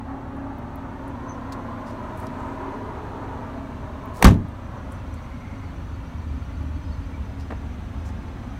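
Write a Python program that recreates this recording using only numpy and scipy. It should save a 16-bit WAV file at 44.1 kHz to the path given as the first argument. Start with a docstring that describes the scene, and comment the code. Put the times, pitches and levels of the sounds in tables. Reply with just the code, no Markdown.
"""A car's boot lid slams outdoors: air rushes out, the latch clicks, the panels ring, the cavity booms.
The slam ducks the gain control and hits a limiter. Someone moving about adds small ticks, rustles
and one dull knock. An engine idles close by, cars swell and fade on a road further off, and a heavier
vehicle throbs past. Behind it all are faint insect chirps, hiss, a thin whine and a few squeaks."""
import sys
import numpy as np
from scipy import signal
from scipy.fft import rfft, irfft, next_fast_len
from scipy.io import wavfile
from scipy.ndimage import uniform_filter1d, minimum_filter1d

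SR = 44100
rng = np.random.default_rng(int(sys.argv[2]) if len(sys.argv) > 2 else 0)


def int16_out(signal):
    """Quantize to a 16-bit WAV file."""
    q = np.round(np.clip(np.atleast_2d(signal).T, -1, 1) * 32767)
    wavfile.write(sys.argv[1], SR, q.astype(np.int16))


N = 378819
TIME = np.arange(N) / SR


def lid(click_db=-2, clatter_db=-7, trim_db=-17, rattle_fade_db_per_s=288):
    """The latch meets its striker, the bolt snaps home, and the shut lid rattles ever more weakly."""
    # blows of the closing lid: (time [s], relative levels of latch, bolt, panel, body [dB])
    blows = [(4.2252, -2, -18, -10, -22), (4.2412, -16, -30, -9, -45), (4.244, -5, -7.5, -4, 2.5),
             (4.2498, -7.5, -12, 2.5, -24)]
    # rattles after the blows: (time [s])
    rattle_times = [4.2543, 4.2702, 4.2808, 4.2884, 4.3087, 4.3415]
    # balance of the first rattle: (relative levels of latch, bolt, panel, body [dB])
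    rattle_mix = (-19, -15, -6.5, -21)
    # colour of the latch click: (frequency [Hz], level [dB])
    latch_colour = [(180, -27), (300, -15), (814, 0), (1340, -18), (1970, -4), (3080, -18.5), (4020, -16),
                    (4830, -43), (5900, -15.5), (7440, -32), (8360, -17), (9710, -19), (10600, -32),
                    (13100, -21.5), (16000, -28)]
    # modes of the lid and car body: (frequency [Hz], level [dB], t60 [s])
    body_modes = [(138.4, -13, .33), (171.7, -14.5, 0.45), (197.6, -7.5, 0.28), (231.6, -11, 0.41),
                  (256, -13.5, 0.38), (292.7, -18.5, 0.51), (333, -29, 0.27), (363, -18.5, 0.26),
                  (410, -23, .13), (489, -18, .2), (528.5, -21, .19), (608, -18.5, 0.2), (660, -26, 0.25)]
    # modes of the latch plate and trim: (frequency [Hz], level [dB], t60 [s])
    trim_modes = [(755, -9, 0.093), (896, -4, 0.088), (1180, -1.5, 0.087), (1600, -14, 0.13),
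                  (1825, -9, .13), (2070, -9, 0.11), (2270, -2, 0.046)]
    body, trim = ring(body_modes, rise_s=0.0013), ring(trim_modes, rise_s=0.0004)
    rattles = [(s, *(np.array(rattle_mix) - rattle_fade_db_per_s * (s - rattle_times[0])))
               for s in rattle_times]
    out = np.zeros(N)
    for s, latch_db, bolt_db, panel_db, body_db in blows + rattles:
        add(out, s, amp(click_db + latch_db) * burst(latch_colour, t60=0.017))
        add(out, s, amp(bolt_db) * burst(hump(centre_hz=4470, octaves=0.68), t60=0.011))
        add(out, s, amp(clatter_db + panel_db) * clatter())
        add(out, s, amp(trim_db + panel_db) * trim)
        add(out, s, -amp(body_db) * body)
    return out


def clatter(rise_s=0.00028):
    """The crowded upper modes of panel and trim, as noise whose low end rings longest."""
    # colour of the struck panel: (frequency [Hz], level [dB])
    colour = [(180, 1), (300, -7), (418, -10.5), (624, -14.5), (1010, -10.5), (1100, -7), (1410, -16.5),
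              (1610, -12), (1930, -19.5), (4100, -28), (4750, -35), (6000, -31.5), (16000, -55)]
    # its ring time: (frequency [Hz], t60 [s])
    decay = [(300, 0.4), (1000, 0.12), (3000, 0.17), (8000, 0.16), (15000, 0.24)]
    hz, t, bands = signal.stft(noise(colour, size=2 ** 14), SR, nperseg=2 ** 7)
    fade = amp(-60 * t / read(decay, hz)[:, None])
    tail = signal.istft(bands * fade, SR, nperseg=2 ** 7)[1]
    return tail * (1 - np.exp(-TIME[:len(tail)] / rise_s))


def boom(landing_s=4.258):
    """The lid lands on its seal and the air squeezed in the boot booms."""
    # modes of the boot cavity: (frequency [Hz], level [dB], t60 [s])
    cavity_modes = [(42, -3, 0.079), (60.3, 5.5, 0.13), (75.3, -6, 0.22), (96.7, -4.5, 0.45),
                    (116, -7, .25)]
    out = np.zeros(N)
    add(out, landing_s, -ring(cavity_modes, rise_s=0.0039))
    return out


def swing(level_db=-26.5):
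    """Air rushes out faster and faster until the latch meets its striker."""
    # colour of the whoosh: (frequency [Hz], level [dB])
    colour = [(150, -18), (450, 6), (800, -1), (1400, -8), (2500, -26), (5000, -30.5), (16000, -39)]
    return amp(level_db) * swell(peak_s=4.222, rise_db_per_s=520, fall_db_per_s=602) * noise(colour)


def handling(grain_db=3, grain_s=0.0029, tick_width_hz=2800, faint_per_s=1, faint_db=-62):
    """Someone moving about: light ticks and grainy rustles close by, and a dull knock."""
    # small ticks: (time [s], level [dB], centre [Hz], t60 [s])
    ticks = [(.584, -50, 14000, .02), (.757, -46, 12800, .02), (1.076, -55, 9800, .06),
             (1.522, -39.5, 4250, .07), (2.173, -49, 10000, .03), (2.2, -46, 9500, .025),
             (2.267, -42, 4400, .025), (4.057, -44, 14960, .013), (4.485, -51, 10000, 0.014),
             (4.92, -49.5, 8810, 0.05), (5.139, -53.5, 8370, .06)]
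    # soft swishes: (start [s], end [s], level [dB], centre [Hz], width [octaves])
    rustles = [(1.852, 1.94, -56, 4800, 0.64), (2.148, 2.283, -60, 7960, .9), (2.304, 2.6, -70, 7400, .27),
               (4.131, 4.217, -53.5, 6000, 1), (4.891, 4.98, -67, 9000, .45),
               (5.047, 5.85, -56, 2140, 0.09), (7.38, 7.44, -58, 4776, 0.48),
               (8.038, 8.114, -56, 5860, 0.52)]
    # contacts of one knock, like a step on paving: (time [s], level [dB])
    contacts = [(7.5049, -27), (7.5104, -43), (7.521, -29.5)]
    # colour of the knock: (frequency [Hz], level [dB])
    knock_colour = [(100, -6), (300, 8), (900, -1), (1800, -8), (3000, -20), (8000, -42), (16000, -50)]
    out = np.zeros(N)
    faint_ticks = [(s, faint_db, 10000, .03) for s in TIME[rng.random(N) < faint_per_s / SR]]
    for s, db in contacts:
        add(out, s, amp(db) * burst(knock_colour, t60=0.079))
    t = TIME[:2 ** 16]
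    for start, end, db, centre_hz, octaves in rustles:
        stroke = np.sin(np.pi * np.clip(t / (end - start), 0, 1))
        grains = np.interp(t / grain_s, np.arange(2 ** 10), rng.standard_normal(2 ** 10))
        swish = noise(hump(centre_hz, octaves), size=len(t))
        add(out, start, amp(db) * stroke * unit_rms(amp(grain_db * grains)) * swish)
    for s, db, centre_hz, t60 in ticks + faint_ticks:
        octaves = np.log2(1 + tick_width_hz / centre_hz)
        add(out, s, amp(db) * burst(hump(centre_hz, octaves), t60))
    return out


def engine(idle_hz=33.8, drift=0.00598, exhaust_db=-40, lump_db=0.5):
    """Idle orders on one wavering firing rate, over the lumpy rumble of the exhaust."""
    # engine orders: (multiple of the firing rate, level [dB], roughness [0-1])
    orders = [(1, -44.5, 0.05), (2, -50, 0.94), (3, -43.5, 0.2), (7, -45.5, 0.53), (8, -42.5, 0.66)]
    # the engine's upper hum fades as the boot shuts, then partly returns: (time [s], gain [dB])
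    upper_hum = [(0, 3.5), (3.3, -0.5), (4.7, -6), (8.6, -2.5)]
    # colour of the exhaust: (frequency [Hz], level [dB])
    exhaust_colour = [(20, -24), (29, -28), (42, -17), (60, -1), (78, 2.5), (95, -4.5), (120, -0.5),
                      (150, -9), (250, -10), (400, -41), (1000, -69)]
    firing_hz = idle_hz * (1 + drift * wander(1.186))
    out = amp(exhaust_db + lump_db * wander(22.0)) * noise(exhaust_colour)
    for order, db, rough in orders:
        hum_db = curve(upper_hum) * (order > 4)
        out += amp(db + hum_db) * tone(order * firing_hz, rough, width_hz=9)
    return out


def traffic(far_road_db=-54.5, wash_db=-51, flutter_db=0.79):
    """Each car's roar swells and fades with distance; the loudest tyres lead the pitch of the song."""
    # passing cars: (nearest at [s], time to fall 3 dB [s], roar [dB], tyre song [dB], song pitch [Hz])
    cars = [(.4, 0.77, -45, -45, 846), (1.58, 0.43, -42.5, -44, 1051), (2.6, 0.44, -40.5, -39, 978),
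            (3.25, 0.28, -42.5, -43, 879), (4.07, .15, -47, -43, 997), (4.78, 0.1, -45, -49, 1026),
            (8.4, 0.3, -52.5, -71, 950)]
    # colour of the road roar: (frequency [Hz], level [dB])
    road_colour = [(180, -7.5), (300, 2.5), (398, 0.5), (469, -5), (630, 3.5), (788, -1.5), (962, 0),
                   (1220, -3), (1800, -12.5), (2560, -27), (4390, -49), (5000, -111), (6500, -56),
                   (11000, -120)]
    roar_power, song_power, pitch_sum = amp(far_road_db) ** 2, 0, 0
    for s, half_s, roar_db, song_db, song_hz in cars:
        near = pass_by(s, half_s)
        roar_power += (amp(roar_db) * near) ** 2
        song = (amp(song_db) * near ** 2) ** 2
        song_power += song
        pitch_sum += song * song_hz
    roar = np.sqrt(roar_power) * noise(road_colour, above_hz=686)
    # the tyre wash of a slow car further off
    roar += amp(wash_db) * pass_by(nearest_s=4.8, half_s=0.8) * noise(hump(centre_hz=1090, octaves=0.31))
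    tread = np.sqrt(song_power) * whistle(pitch_sum / song_power, width_hz=110)
    return (bodywork(roar) + tread + car_drone()) * amp(flutter_db * wander(10))


def car_drone(nearest_s=2.92, level_db=-42, pitch_hz=413.3, climb_hz_per_s=35):
    """The nearest car drones, rising in pitch as it gathers speed."""
    hz = pitch_hz + climb_hz_per_s * (TIME - nearest_s)
    return amp(level_db) * pass_by(nearest_s, half_s=0.53) ** 3 * whistle(hz, width_hz=60)


def heavy_vehicle(throb_hz=76.2, drift=0.0251, tone_db=-34, rumble_db=-34.5):
    """Only the bass carries from a distant pass: an unsteady firing tone in a band of rumble."""
    # colour of the rumble: (frequency [Hz], level [dB])
    colour = [(25, -38), (38, -18), (52, 8.5), (70, -3.5), (88, 1.5), (105, -4.5), (160, -38), (500, -74)]
    rumble = noise(colour)
    firing = tone(throb_hz * (1 + drift * wander(1.504)), rough=0.64, width_hz=8.6)
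    return pass_by(nearest_s=7.13, half_s=1.12) * (amp(tone_db) * firing + amp(rumble_db) * rumble)


def insects(length_s=0.046, spread_db=2, blur_s=0.0027):
    """Short faint chirps at chance moments, each at its own pitch and blurred by distance."""
    # bouts of chirping: (start [s], end [s], pitch [Hz], scatter [Hz], level [dB], rate [1/s])
    bouts = [(.9, 4.1, 6100, 150, -80, 20), (4.6, 8.6, 6100, 110, -75, 20), (4.6, 8.6, 5850, 60, -74, 15),
             (5.2, 7.1, 4500, 70, -72, 14)]
    out = np.zeros(N)
    shape = unit_rms(np.hanning(round(length_s * SR)))
    t = TIME[:len(shape)]
    for start, end, hz, scatter_hz, db, rate in bouts:
        draws = rng.standard_normal((2 ** 8, 2 ** 5))
        for s, (late, detune, accent, *blur) in zip(np.arange(start, end, 1 / rate), draws):
            smear = np.interp(t / blur_s, np.arange(len(blur)), blur)
            chirp = shape * np.sqrt(2) * np.sin(2 * np.pi * (hz + scatter_hz * detune) * t + smear)
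            add(out, abs(s + .5 * late / rate), amp(db + spread_db * accent) * chirp)
    return out


def outdoors(air_gain_db=-1.5, whine_start_s=6.8, whine_db=-74, waver_db=4):
    """A bed of distant hiss, a wavering far whine and a few thin squeaks."""
    # colour of the open air: (frequency [Hz], level [dB])
    air_colour = [(90, -22), (150, -1), (190, -3), (254, -2.5), (321, -11), (422, -18), (600, -17),
                  (1360, -21), (2180, -25.5), (4300, -35), (5000, -42), (6100, -38.5), (7000, -43.5),
                  (9500, -46.5), (10400, -53), (11500, -49), (16000, -54.5)]
    # contour of the hiss above 3 kHz: (time [s], relative level [dB])
    air_contour = [(0, -65), (2.3, -59), (3.9, -60.5), (8.6, -59.5)]
    # brief squeaks: (time [s], pitch [Hz], level [dB])
    squeaks = [(1.297, 6140, -46), (6.925, 4400, -54), (7.146, 2320, -50)]
    out = amp(air_gain_db + curve(air_contour)) * bodywork(noise(air_colour, above_hz=2985))
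    whine = amp(whine_db + waver_db * wander(1.5)) * whistle(hz=5040, width_hz=41)
    out += (TIME > whine_start_s) * whine
    for s, hz, db in squeaks:
        out += amp(db) * swell(s, rise_db_per_s=900, fall_db_per_s=400) * whistle(hz, width_hz=120)
    return out


def bodywork(x):
    """Short reflections that shift as the microphone moves comb the sound into drifting ripples."""
    # reflections off the bodywork: (delay [ms], gain)
    echoes = [(2.3, 0.16), (3.9, 0.22), (5.6, 0.23), (8.5, 0.2)]
    out = x.copy()
    for delay_ms, gain in echoes:
        lag_s = delay_ms / 1000 * (1 + .1 * wander(.4))
        out += gain * np.interp(TIME - lag_s, TIME, x)
    return out * np.std(x) / np.std(out)


def ring(modes, rise_s):
    """Damped modes set going by a push of finite length."""
    t = TIME[:SR]
    ringing = sum(amp(db - 60 * t / t60) * np.sin(2 * np.pi * hz * t) for hz, db, t60 in modes)
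    return ringing * (1 - np.exp(-t / rise_s))


def burst(spectrum, t60, rise_s=0.00054):
    """A short puff of coloured noise that dies away."""
    t = TIME[:2 ** 13]
    return noise(spectrum, size=len(t)) * amp(-60 * t / t60) * (1 - np.exp(-t / rise_s))


def tone(hz, rough, width_hz):
    """An engine line of rms 1: part clean sine, part narrow noise."""
    line = np.sqrt(2) * np.sin(2 * np.pi * (np.cumsum(hz) / SR + rng.random()))
    return np.sqrt(1 - rough ** 2) * line + rough * whistle(hz, width_hz)


def whistle(hz, width_hz):
    """Noise in one narrow resonance that may move."""
    phase = 2 * np.pi * np.cumsum(hz * np.ones(N)) / SR
    return unit_rms(wander(width_hz / 2) * np.cos(phase) + wander(width_hz / 2) * np.sin(phase))


def noise(spectrum, size=N, above_hz=0):
    """Noise of a given colour, with rms 1 in the part above a frequency."""
    n = next_fast_len(size, real=True)
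    hz = np.fft.rfftfreq(n, 1 / SR)
    gain = amp(read(spectrum, hz))
    band_rms = np.sqrt(np.mean((gain * (hz >= above_hz)) ** 2))
    return irfft(rfft(rng.standard_normal(n)) * gain, n)[:size] / band_rms


def hump(centre_hz, octaves):
    """A spectrum with one rounded peak."""
    hz = np.geomspace(200, SR / 2, 300)
    return np.c_[hz, -20 * np.log10(1 + (np.log2(hz / centre_hz) / octaves) ** 2)]


def wander(rate_hz):
    """Smooth random drift of rms 1, up to about the given rate."""
    hz = np.fft.rfftfreq(2 ** 14, 2 ** -10)
    slow = irfft(rfft(rng.standard_normal(2 ** 14)) / np.sqrt(1 + (hz / rate_hz) ** 4))
    return np.interp(TIME, np.arange(2 ** 14) / 2 ** 10, unit_rms(slow))


def pass_by(nearest_s, half_s):
    """Gain of a source that drives past in a straight line: one over its distance."""
    return 1 / np.hypot(1, (TIME - nearest_s) / half_s)


def swell(peak_s, rise_db_per_s, fall_db_per_s):
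    """Gain that climbs to 1 at a given moment and then dies away."""
    down_db = np.maximum((peak_s - TIME) * rise_db_per_s, (TIME - peak_s) * fall_db_per_s)
    return amp(-np.minimum(down_db, 200))


def amp(db):
    """Decibels to gain."""
    return np.exp(np.asarray(db) * np.log(10) / 20)


def unit_rms(x):
    """Scales to rms 1."""
    return x / np.sqrt(np.mean(x ** 2) + 1e-20)


def read(points, hz):
    """Reads a table on a log-frequency axis."""
    point_hz, value = np.transpose(points)
    return np.interp(np.log(hz + 1), np.log(point_hz + 1), value)


def curve(rows):
    """A time table at every sample."""
    return np.interp(TIME, *np.transpose(rows))


def add(mix, s, sound):
    """Mixes a sound in at time s."""
    part = mix[round(s * SR):][:len(sound)]
    part += sound[:len(part)]


def scene():
    """All sources at one microphone."""
    slam = swing() + lid() + boom()
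    return (slam + handling() + engine() + traffic() + heavy_vehicle() + insects() + outdoors())[None]


def record(dry, threshold_db=-17, recovery_db_per_s=24, squeeze=0.16, attack_s=0.026,
           low_cut_hz=30, high_cut_hz=15900):
    """Gain control ducks after the slam, a fast limiter flattens its peaks, and the band is limited."""
    x = signal.sosfilt(signal.butter(2, low_cut_hz, "high", fs=SR, output="sos"), dry[0])
    power_db = 10 * np.log10(abs(uniform_filter1d(x ** 2, size=900)) + 1e-12)
    fall_db = TIME * recovery_db_per_s
    held_db = np.maximum.accumulate(power_db + fall_db) - fall_db
    over_db = np.maximum(held_db - threshold_db, 0)
    pole = np.exp(-1 / (attack_s * SR))
    ducked = x / amp(squeeze * signal.lfilter([1 - pole], [1, -pole], over_db))
    limiter_gain = minimum_filter1d(1 / np.maximum(abs(ducked), 1), size=31)
    limited = ducked * uniform_filter1d(limiter_gain, size=31)
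    high_cut = signal.firwin(511, high_cut_hz, window=("kaiser", 9), fs=SR)
    return signal.oaconvolve(limited, high_cut, "same")[None]


dry = scene()
out = record(dry)
int16_out(out)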